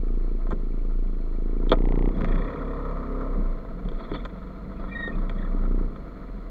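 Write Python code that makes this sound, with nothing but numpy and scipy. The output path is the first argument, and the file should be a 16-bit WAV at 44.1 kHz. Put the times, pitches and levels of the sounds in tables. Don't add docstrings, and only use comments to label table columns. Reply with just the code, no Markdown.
import sys
import numpy as np
from scipy import signal
from scipy.fft import rfft, irfft, next_fast_len
from scipy.io import wavfile
from scipy.ndimage import map_coordinates

SR = 44100
rng = np.random.default_rng(int(sys.argv[2]) if len(sys.argv) > 2 else 0)


def digitize_waveform(pressure):
    field = np.atleast_2d(pressure).T
    bounded = np.clip(field, -1, 1)
    quanta = np.round(bounded * 32767).astype(np.int16)
    wavfile.write(sys.argv[1], SR, quanta)


N = 286650


def amp(db):
    return 10 ** (np.asarray(db) / 20)


def unit(x):
    return x / np.sqrt(np.mean(x ** 2) + 1e-20)


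def along(points, hz):
    f, v = np.transpose(points)
    return np.interp(np.log(hz + 1), np.log(f + 1), v)


def curves(rows):
    s, *cols = np.transpose(rows)
    return [np.interp(np.arange(N) / SR, s, c) for c in cols]


def wobble(rate):
    knots = rng.standard_normal(int(N * rate / SR) + 4)
    return map_coordinates(knots, [np.arange(N) * rate / SR])


def swell(s, rise, fall):
    t = np.arange(N) / SR - s
    return np.exp(-(np.minimum(t, 0) / rise) ** 2 - np.maximum(t, 0) / fall)


def response(points, size=8192):
    gains = amp(along(points, np.fft.rfftfreq(size, 1 / SR)))
    cepstrum = irfft(np.log(gains))
    cepstrum[1:size // 2] *= 2
    cepstrum[size // 2 + 1:] = 0
    return irfft(np.exp(rfft(cepstrum)))


def colour(x, points):
    return signal.fftconvolve(x, response(points))[:len(x)]


def noise(points):
    return unit(colour(rng.standard_normal(N), points))


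def grains(points, per_s, scatter_db):
    moments = rng.random(N) < per_s / SR
    signs = rng.choice([-1, 1], N)
    strengths = amp(scatter_db * np.clip(rng.standard_normal(N), -2, 2))
    return unit(colour(moments * signs * strengths, points))


def pulses(turns, scatter_db, alternate_db):
    at = np.flatnonzero(np.diff(np.floor(turns)) > 0)
    alternation = alternate_db * (-1) ** np.arange(len(at))
    train = np.zeros(N)
    train[at] = amp(scatter_db * rng.standard_normal(len(at)) + alternation)
    return train


def struck(train, points):
    shape = response(points)
    return signal.fftconvolve(train, shape / np.abs(shape).max())[:N]


def gate(turns, lag, depth_db):
    return unit(amp(depth_db * np.cos(2 * np.pi * (turns - lag))))


# time in seconds, firings per second.
ENGINE_SPEED = [(0.0, 28.352), (0.46, 28.571), (0.72, 27.336), (0.98, 28.833), (1.28, 27.2), (1.44, 27.447),
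                (1.78, 29.948), (1.95, 28.986), (2.15, 32.0), (2.25, 27.194), (2.5, 34.6), (3.25, 33.065),
                (3.52, 29.6), (3.68, 21.8), (3.85, 19.3), (4.1, 19.0), (4.3, 22.1), (4.55, 23.6),
                (4.9, 24.4), (5.04, 26.2), (5.21, 30.79), (5.62, 29.746), (5.85, 29.973), (6.0, 24.5),
                (6.2, 21.5), (6.5, 19.3)]


def firing_rate():
    return curves(ENGINE_SPEED)[0]


# time in seconds, level in dB.
INTAKE_LEVEL = [(0, -70), (1.55, -67), (2.05, -46), (2.3, -38), (2.48, -34.5), (3.25, -35.5), (3.65, -46.5),
                (4.9, -52), (5.25, -44), (5.8, -49.5), (6.5, -50)]
FULL_INTAKE_DB = -35


def intake_db():
    return curves(INTAKE_LEVEL)[0]


def effort_db():
    return intake_db() - FULL_INTAKE_DB


# time in seconds, speed, where about 1 is the fastest.
ROAD_SPEED = [(2.05, 0), (3.3, 0.58), (4.7, 0.79), (5.6, 1.07), (6.5, 0.27)]


def road_speed():
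    return curves(ROAD_SPEED)[0]


# time in seconds, peak in dB before scatter and stumbles.
THUMP_LEVEL = [(0, -23.5), (.5, -26.5), (.75, -28), (1.2, -30), (1.8, -16.5), (2.08, -15), (2.13, -21.5),
               (2.35, -20.5), (2.5, -43), (3.27, -40.5), (3.33, -27), (3.4, -24.5), (3.58, -49),
               (5.35, -53), (5.7, -20), (5.82, -21), (5.91, -44)]
# time in seconds, degree of coasting from 0 to 1.
COASTING = [(3.52, 0.14), (3.66, 0.72), (5.08, 1), (5.17, 0), (5.85, 0.32), (5.95, 0.83)]
# time in seconds, half length in seconds, thump change in dB,
# throb change in dB.
STUMBLES = [(0.4, 0.033, -12.5, 0), (2.142, 0.033, -8.5, -5.5), (2.54, 0.051, -1, -11),
            (3.042, 0.054, 1.5, -4.5), (3.3, 0.067, -5.5, -1), (5.292, 0.026, 0.5, -3)]
# frequency in Hz, level in dB.
PUFF_SPECTRUM = [(20, -27), (70, -4.5), (130, -0.5), (250, 3), (370, 1), (470, -3.5), (580, -24.5),
                 (760, -16.5), (1000, -30.5), (1500, -49.5), (3000, -67), (8000, -95.5)]
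# frequency in Hz, level in dB.
SLAP_SPECTRUM = [(200, -32), (550, -6.5), (800, 4), (1050, -5), (1400, -24), (3000, -58)]
IDLE_THUMP_DB = -28
BOOM_HZ, BOOM_WIDTH_HZ = 29.9, 2.37
THROB_DB, THROB_GROWS, THROB_COAST_DB = -19.5, 0.2, -12
THROB_WAVER_DB, COAST_WAVER_DB = .6, 1.5
OCTAVE_DB, OCTAVE_GROWS, OCTAVE_FULL_DB = -45, 0.51, -42
OCTAVE_PEAK_HZ, OCTAVE_WIDTH_HZ, OCTAVE_COAST_DB = 35, 4.5, -31
THIRD_COAST_DB = -57
JITTER_TURNS = 0.0091
REBOUND_DB = -15
SLAP_DB, SLAP_GROWS = -51.5, 1.56


def exhaust(turns):
    rate, thump_db, coasting = firing_rate(), curves(THUMP_LEVEL)[0], curves(COASTING)[0]
    waver_db = (THROB_WAVER_DB + COAST_WAVER_DB * coasting) * wobble(9)
    for s, half, thump_change_db, throb_change_db in STUMBLES:
        stumble = np.exp(-((np.arange(N) / SR - s) / half) ** 4)
        thump_db = thump_db + thump_change_db * stumble
        waver_db = waver_db + throb_change_db * stumble
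    load_db = thump_db - IDLE_THUMP_DB

    boom = 1 / np.hypot(1, (rate - BOOM_HZ) / BOOM_WIDTH_HZ)
    first = boom * amp(THROB_DB + THROB_GROWS * load_db + THROB_COAST_DB * coasting + waver_db)
    resonance = 1 / np.hypot(1, (2 * rate - OCTAVE_PEAK_HZ) / OCTAVE_WIDTH_HZ)
    second = amp(OCTAVE_DB + OCTAVE_GROWS * load_db)
    second = second + coasting * amp(OCTAVE_COAST_DB + waver_db) * resonance
    second = np.hypot(second, amp(OCTAVE_FULL_DB + effort_db()))
    third = coasting * amp(THIRD_COAST_DB + COAST_WAVER_DB * wobble(7.1))
    angle = 2 * np.pi * turns
    throb = second * np.cos(2 * angle + 0.62) - first * np.cos(angle - .63) + third * np.cos(3 * angle)
    throb = np.sqrt(2) * throb

    firings = pulses(turns + .05 + JITTER_TURNS * wobble(25), scatter_db=1.0, alternate_db=0)
    rebounds = pulses(turns - .41, scatter_db=0.0, alternate_db=3)
    thump = amp(thump_db) * struck(amp(REBOUND_DB) * rebounds - firings, PUFF_SPECTRUM)
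    slap = amp(SLAP_DB + SLAP_GROWS * load_db) * struck(firings, SLAP_SPECTRUM)
    return throb + thump - slap + amp(-19.5) * hall(thump)


# frequency in Hz, level in dB.
AIRBOX = [(34, -29.5), (68, -9.5), (102, -7.5), (136, 1.5), (170, 2.5), (204, -5.5), (238, 3.5), (272, 2),
          (340, -9.5), (470, 1.5), (560, -5.5), (660, -11.5), (780, -25), (950, -10), (1080, -7.5),
          (1250, -7.5), (1500, -21), (2400, -36)]
# frequency in Hz, level in dB.
RASP_SPECTRUM = [(200, -34.5), (480, 3.5), (640, -4), (800, -12), (1050, 5), (1230, 0.5), (1500, -10),
                 (1850, -7.5), (2300, -21), (2800, -27.5), (3500, -24), (5000, -37), (7000, -38.5),
                 (8000, -59)]
RASP_FROM_HZ, RASP_DB = 850, -15
GULP_RISE_S, GULP_FLOOR, GULP_SCATTER_TURNS = .004, .65, .02
INTAKE_ECHO = .2


def gulps(turns, lag, scatter_db):
    u = np.arange(SR // 20) / SR / GULP_RISE_S
    bursts = signal.fftconvolve(pulses(turns - lag, scatter_db, alternate_db=-6), u * np.exp(1 - u))[:N]
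    return unit(GULP_FLOOR + bursts)


def intake(turns, count=44):
    rate, drone = firing_rate(), np.zeros(N)
    gulp = gulps(turns + GULP_SCATTER_TURNS * wobble(30), lag=-.02, scatter_db=3.3)
    for k in range(3, count):
        upper = k * rate.max() > RASP_FROM_HZ
        smear = 2 * rng.standard_normal() + (.35 * wobble(8) if upper else .06 * wobble(5))
        level = amp(along(AIRBOX, k * rate) + 0.91 * wobble(4.05))
        line = level * np.cos(2 * np.pi * k * turns + smear)
        drone += line * (gulp if upper else 1)
    rasp = amp(RASP_DB) * noise(RASP_SPECTRUM) * gulp * amp(2.5 * wobble(110))
    roar = unit(drone) + rasp
    return amp(intake_db()) * unit(roar + INTAKE_ECHO * hall(roar))


# frequency in Hz, level in dB.
TAPPET_SPECTRUM = [(1200, -43), (2000, 5), (2350, -8.5), (2650, -24), (3300, -26.5), (4100, -22),
                   (5000, -22), (9000, -55.5)]
# frequency in Hz, level in dB.
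TICK_SPECTRUM = [(100, -35), (400, 13.5), (900, 14), (1400, -18.5), (2000, 7.5), (2700, -8.5), (3400, -10),
                 (4500, -29), (7000, -42.5), (8500, -56.5)]
# start in seconds, end in seconds, peak in dB before scatter.
TICK_SPELLS = [(1.74, 1.835, -31.5), (1.84, 2.105, -26.5)]
TAPPET_DB, TAPPET_GROWS = -64.5, 0.37


def valves(turns):
    level = amp(TAPPET_DB + TAPPET_GROWS * effort_db())
    patter = level * noise(TAPPET_SPECTRUM) * gate(turns, lag=0.57, depth_db=3.5)
    t = np.arange(N) / SR
    strength = sum(amp(db) * ((t > start) & (t < end)) for start, end, db in TICK_SPELLS)
    ticks = pulses(turns - .42, scatter_db=.5, alternate_db=.6)
    return patter + struck(strength * ticks, TICK_SPECTRUM)


CAM_HZ, CAM_RING_S, CAM_DB = 2304, 0.054, -59.5


def cam(turns):
    t = np.arange(SR // 8) / SR
    ring = amp(-60 * t / CAM_RING_S) * np.sin(2 * np.pi * CAM_HZ * t)
    strikes = pulses(turns / 2 - .15, scatter_db=1.5, alternate_db=0.0)
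    return amp(CAM_DB) * signal.fftconvolve(strikes, ring)[:N]


# frequency in Hz, level in dB.
CLUTCH_SPECTRUM = [(1200, -25.5), (1600, -13), (1870, 6.5), (2100, -13), (2350, -2), (2700, -25.5),
                   (5000, -53), (8000, -74)]
CHATTER_AT_S, CHATTER_RISE_S, CHATTER_FALL_S, CHATTER_DB = 2.36, .08, 0.28, -49


def clutch(turns):
    clumps = grains(CLUTCH_SPECTRUM, per_s=600, scatter_db=3) * gate(turns, lag=.35, depth_db=7)
    clumps = clumps * amp(2.5 * wobble(35))
    return amp(CHATTER_DB) * swell(CHATTER_AT_S, CHATTER_RISE_S, CHATTER_FALL_S) * clumps


# frequency in Hz, level in dB.
BODY_RESONANCES = [(60, -30.5), (88, 0), (105, -18), (150, -14.5), (170, -2), (192, 0.5), (218, -2.5),
                   (250, -12.5), (320, -15.5), (400, -27.5)]
HUM_DB = -42


def drive_hum(turns, count=18):
    rate, lines = firing_rate(), np.zeros(N)
    for k in range(3, count):
        angle = 2 * np.pi * (k * turns + rng.random()) + .2 * wobble(6)
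        lines += amp(along(BODY_RESONANCES, k * rate)) * np.cos(angle)
    return amp(HUM_DB) * road_speed() ** 2 * lines


# frequency in Hz, level in dB.
DECK_SPECTRUM = [(20, -20.5), (50, -3.5), (110, -7.5), (190, 2.5), (240, -6), (330, -16), (480, -16),
                 (800, -31.5), (2000, -74.5)]
# frequency in Hz, level in dB.
FRAME_SPECTRUM = [(15, -23), (25, -8), (34, 4), (42, -3.5), (55, -19.5), (100, -26), (300, -87.5)]
# frequency in Hz, level in dB.
RUB_SPECTRUM = [(1000, -38), (1550, -13.5), (1880, 7), (2100, 0.5), (2350, 1), (2650, -21.5), (3100, -19),
                (3330, 5.5), (3600, 0.5), (3850, -17), (4100, -15.5), (4330, -10.5), (4650, -28.5),
                (7500, -40.5), (8200, -63.5)]
# frequency in Hz, level in dB.
CLATTER_SPECTRUM = [(120, -11), (300, 5), (400, -5.5), (520, 0), (580, -7), (660, 4.5), (820, -19.5),
                    (930, -6), (1320, -3), (1560, -15.5), (2250, -18.5), (2600, -42.5), (4000, -30),
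                    (7000, -69.5)]
# time in seconds, half length in seconds, rumble in dB, shudder in dB.
JOLTS = [(0.542, 0.039, -31, -54), (2.211, 0.056, -28.5, -29.5), (2.365, 0.07, -32.5, -40.5),
         (3.4, 0.069, -34.5, -48), (3.865, 0.021, -31.5, -35), (4.136, 0.023, -31.5, -34),
         (5.117, 0.048, -37.5, -52)]
# time in seconds, rise in seconds, fall in seconds, rub in dB,
# clatter in dB.
RUBS = [(2.31, 0.15, 0.32, -55, -41), (4.03, 0.078, 0.18, -55.5, -45.5), (4.155, 0.027, 0.04, -48, -41),
        (5.02, 0.26, 0.24, -61, -44.5), (5.42, 0.09, 0.034, -62, -47.5)]
DECK_STANDING_DB, DECK_ROLLING_DB = -47.5, -41
FRAME_STANDING_DB, FRAME_ROLLING_DB = -47.5, -47
BELT_STANDING_DB, BELT_ROLLING_DB = -75, -77
CLATTER_DB, CLATTER_GROWS, CLATTER_ROLLING_DB = -46, 0.22, -52.5


def rolling(standing_db, rolling_db):
    return np.hypot(amp(standing_db), amp(rolling_db) * road_speed() ** 2)


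def running(turns):
    deck = rolling(DECK_STANDING_DB, DECK_ROLLING_DB)
    frame = rolling(FRAME_STANDING_DB, FRAME_ROLLING_DB)
    belt = rolling(BELT_STANDING_DB, BELT_ROLLING_DB)
    clatter = rolling(CLATTER_DB + CLATTER_GROWS * effort_db(), CLATTER_ROLLING_DB)
    rub = 0
    for s, half, rumble_db, shudder_db in JOLTS:
        jolt = swell(s, half, half)
        deck = np.hypot(deck, amp(rumble_db) * jolt)
        frame = np.hypot(frame, amp(shudder_db) * jolt)
    for s, rise, fall, rub_db, clatter_db in RUBS:
        grip = swell(s, rise, fall)
        rub = np.hypot(rub, amp(rub_db) * grip)
        clatter = np.hypot(clatter, amp(clatter_db) * grip)
    rumble = deck * amp(2.1 * wobble(14)) * noise(DECK_SPECTRUM)
    shudder = frame * noise(FRAME_SPECTRUM)
    grit = grains(RUB_SPECTRUM, per_s=1400, scatter_db=3) * gate(turns, lag=.28, depth_db=7)
    clank = noise(CLATTER_SPECTRUM) * gate(turns, lag=0.071, depth_db=-0.5) * amp(2.5 * wobble(70) - 0.8)
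    return rumble + shudder + belt * noise(RUB_SPECTRUM) + rub * grit + clatter * clank


# frequency in Hz, level in dB.
TRIM_SPECTRUM = [(400, -26.5), (900, -6.5), (1080, -7), (1320, 6.5), (1550, -11), (2200, -17.5),
                 (2700, -38.5), (3450, -21.5), (5000, -43), (8000, -64.5)]
TRIM_DB = -54.5


def trim(turns):
    shaken = grains(TRIM_SPECTRUM, per_s=170, scatter_db=3) * gate(turns, lag=.2, depth_db=5)
    return amp(TRIM_DB) * road_speed() * shaken


# time in seconds, half length in seconds, pitch in Hz, level in dB.
JUDDERS = [(3.715, 0.066, 30.9, -31.5), (3.952, 0.042, 25.7, -25.5), (4.105, 0.044, 27.6, -34),
           (4.855, 0.038, 28.8, -28.5)]


def judder():
    t, out = np.arange(N) / SR, np.zeros(N)
    for s, half, hz, db in JUDDERS:
        out += amp(db) * swell(s, half, half) * np.cos(2 * np.pi * hz * (t - s))
    return np.sqrt(2) * out


# time in seconds, thud in dB, clack in dB, crack in dB, tick in dB,
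# hard edge in dB relative to the tick. These tilt the spectrum of the ring and rattle.
KNOCKS = [(.467, -57, -35, -37.5, -57, 5), (.506, -64, -32.5, -40, -45, 24),
          (.5085, -53, -29, -37, -47.5, 13.5), (.5155, -56, -28.5, -32.5, -50, 11),
          (0.52, -44, -36, -31, -47, 17), (0.5249, -14.5, -33, -33.5, -45.5, 14),
          (1.664, -55, -39, -40.5, -58, -8), (1.694, -49, -43.5, -34, -22, 0.5),
          (1.7164, -4, -12.5, -16, -10, -5), (1.7245, -16, -14, -25, -19.5, 1),
          (1.7288, -13, -15.5, -22, -22.5, -11), (1.735, -26.5, -21, -28.5, -36, 2),
          (2.209, -39, -29.5, -31, -55, 6), (2.2449, -41.5, -28, -26, -45, 6),
          (3.6491, -40, -35, -56, -58, -8), (3.851, -27, -42, -47, -47, 1),
          (3.886, -30, -37.5, -42, -33, -2), (3.916, -17, -40.5, -46, -45, 10),
          (4.115, -12.5, -32, -29, -42.5, 4.5), (4.137, -20, -39, -44, -32, -14),
          (4.149, -30.5, -34, -30, -34, -12), (4.25, -55, -30.5, -31, -32.5, 7),
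          (4.255, -56, -32.5, -22.5, -40.5, 19.5), (4.838, -50, -35, -38, -54.5, -3.5),
          (5.075, -13.5, -33.5, -37, -42, 12), (5.295, -48, -34.5, -25, -32.5, 9),
          (5.544, -13.5, -41, -54, -62, -8), (5.636, -49, -34.5, -36, -57, -1),
          (5.961, -51, -38.5, -35, -47, 0)]
# frequency in Hz, level in dB.
FAIRING_MODES = [(190, -11.5), (290, -6), (410, 1), (522, 5.5), (661, -1.5), (742, -8.5), (890, -4),
                 (1038, 0), (1250, 1), (1378, -1.5), (1560, -5.5), (1760, -12), (1879, -7.5), (2334, -8),
                 (3130, -9), (3338, -3), (3590, -6), (4280, -25.5), (6600, -35.5), (7300, -33.5)]
# frequency in Hz, level in dB.
SHELL_SPECTRUM = [(60, 10), (180, -5.5), (450, 10.5), (800, 7.5), (1300, -8.5), (1800, -11.5), (2300, 1),
                  (2750, -11.5), (3350, -21), (4200, -8.5), (5200, -28), (7400, -34.5), (8000, -45),
                  (14000, -63)]
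RING_S, RING_FALLS = 0.046, 0.36


def panel_decay(t, hz):
    return amp(-60 * t / RING_S * (hz / 1000) ** RING_FALLS)


def knocks():
    out, t = np.zeros(N + SR), np.arange(SR // 4) / SR
    for s, thud_db, clack_db, crack_db, tick_db, edge_db in KNOCKS:
        ring = np.zeros(len(t))
        for k, (hz, db) in enumerate(FAIRING_MODES):
            mode = panel_decay(t, hz) * np.sin(2 * np.pi * hz * t)
            ring += amp(db + rng.normal(0, 1.0)) * mode * (-1) ** k
        rattle = panel_decay(t, 2000) * unit(colour(rng.standard_normal(len(t)), SHELL_SPECTRUM))
        contact = [(80, thud_db - 0.5), (280, thud_db), (600, clack_db), (1200, clack_db),
                   (2000, crack_db), (3300, tick_db), (6500, tick_db + edge_db)]
        out[round(s * SR):][:len(t)] += colour(0.46 * ring + .5 * rattle, contact)
    return out[:N]


BUZZ_DB, BUZZ_S = -27.5, 0.042


def buzz(x):
    t = np.arange(SR // 4) / SR
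    modes = sum(amp(db) * np.cos(2 * np.pi * hz * t) for hz, db in FAIRING_MODES)
    ring = modes * 1000 ** (-t / BUZZ_S)
    return amp(BUZZ_DB) * signal.fftconvolve(x, ring / np.linalg.norm(ring))[:N]


# time in seconds, peak in dB, hard edge in dB above 4 kHz.
SNAPS = [(2.17, -38.5, 11), (2.186, -44, 7.5), (2.209, -31.5, 10), (2.219, -27, 2.5), (2.246, -23, 6.5),
         (2.256, -30.5, 4), (2.327, -35, -1), (2.347, -37, 9), (2.359, -28, -1.5)]
# frequency in Hz, level in dB.
SNAP_SPECTRUM = [(300, -21.5), (1000, 0), (1600, 4.5), (2100, 3.5), (2800, -10), (3600, -16), (4800, -26.5),
                 (7000, -36), (8000, -56)]


def snaps():
    out = np.zeros(N + SR)
    for s, db, edge_db in SNAPS:
        click = response([(hz, level + edge_db * (hz > 4000)) for hz, level in SNAP_SPECTRUM])
        out[round(s * SR):][:len(click)] += amp(db) * click / np.abs(click).max()
    return out[:N]


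def squeal(hz, grip, octave_db, waver):
    angle = 2 * np.pi * np.cumsum(hz * (1 + waver * wobble(260))) / SR
    return grip * amp(wobble(150)) * (np.sin(angle) + amp(octave_db) * np.sin(2 * angle))


# start in seconds, end in seconds, middle pitch in Hz, level in dB,
# octave in dB relative to the pitch.
SQUEAL_BEATS = [(4.882, 4.91, 1840, -48, -20), (4.907, 4.939, 1880, -42, -21),
                (4.91, 4.952, 2355, -38.5, -38), (4.946, 4.983, 1875, -28.5, -19),
                (4.981, 5.025, 1883, -30, -19), (5.018, 5.06, 1864, -27.5, -16),
                (5.054, 5.086, 1852, -29.5, -16), (5.08, 5.112, 1835, -34.5, -37),
                (4.96, 5.04, 2320, -53, -44)]
# time in seconds, half length in seconds, pitch in Hz, level in dB.
SQUEAKS = [(2.3, .04, 2300, -55), (2.385, 0.026, 3490, -51.5), (2.576, 0.013, 2350, -46.5),
           (4.032, 0.077, 4300, -60), (4.147, 0.023, 4340, -49.5), (4.163, 0.034, 3350, -43.5),
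           (4.782, .03, 2440, -59), (4.8, .015, 4800, -68), (5.135, 0.04, 2440, -51),
           (5.157, .01, 3440, -55.5), (5.391, .025, 1845, -45.5), (5.429, 0.014, 1860, -41),
           (5.461, .025, 1856, -46), (5.386, .012, 3620, -63), (5.421, .012, 3600, -57.5),
           (5.454, 0.013, 3520, -55.5)]
SQUEAL_ROUNDNESS, SQUEAL_SAG_HZ_PER_S = 1, 480


def brake():
    out, t = np.zeros(N), np.arange(N) / SR
    for start, end, hz, db, octave_db in SQUEAL_BEATS:
        u = np.clip((t - start) / (end - start), 0, 1)
        grip = amp(db) * np.abs(np.sin(np.pi * u)) ** SQUEAL_ROUNDNESS
        pitch = hz - SQUEAL_SAG_HZ_PER_S * (u - .5) * (end - start)
        out += squeal(pitch, grip, octave_db=octave_db, waver=.005)
    for s, half, hz, db in SQUEAKS:
        away = np.abs(t - s) / half
        grip = (away < 1) * amp(db - 18.0 * away)
        out += squeal(hz, grip, octave_db=-40, waver=0.043)
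    return out


BARRIER_HZ, BARRIER_DB, BARRIER_STOP_S, BARRIER_FADE_S = 233.7, -47.5, .36, .15


def barrier():
    t = np.arange(N) / SR
    driving = np.clip(1 - (t - BARRIER_STOP_S) / BARRIER_FADE_S, 0, 1)
    hum = np.sin(2 * np.pi * BARRIER_HZ * t + 0.64 * wobble(9.1))
    return amp(BARRIER_DB + 1.5 * wobble(15)) * driving * hum


# frequency in Hz, t60 in seconds.
HALL_DECAY = [(100, 1.9), (500, 1.8), (2000, 0.22), (8000, 0.035)]


def hall(x):
    hz, t, z = signal.stft(rng.standard_normal(SR), SR, nperseg=256)
    decay = amp(-60 * t / along(HALL_DECAY, hz)[:, None])
    tail = signal.istft(z * decay, SR, nperseg=256)[1]
    return signal.fftconvolve(np.pad(x, (500, 0)), tail / np.linalg.norm(tail))[:N]


# frequency in Hz, level in dB.
HISS_SPECTRUM = [(100, 6.5), (2300, -3.5), (2800, -3.5), (3700, -13), (4200, 2), (4600, -10.5), (5600, -17),
                 (7000, -15.5), (7900, -21.5), (15500, -20.5)]


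def scene():
    turns = np.cumsum(firing_rate()) / SR
    squeaks, panels = brake(), knocks() + snaps()
    machine = valves(turns) + cam(turns) + intake(turns) + clutch(turns)
    machine = machine + drive_hum(turns) + running(turns) + trim(turns)
    scooter = exhaust(turns) + judder() + machine + buzz(machine) + squeaks + panels
    echo = hall(amp(-23) * squeaks + amp(-37) * panels)
    return (scooter + barrier() + echo + amp(-65.5) * noise(HISS_SPECTRUM))[None]


TOP_HZ = 15750


def record(dry):
    m = next_fast_len(N + SR // 2)
    fade = np.minimum(np.arange(N) / SR / .003, 1)
    band = np.fft.rfftfreq(m, 1 / SR) < TOP_HZ
    return irfft(rfft(dry * fade, m) * band, m)[..., :N]


dry = scene()
out = record(dry)
digitize_waveform(out)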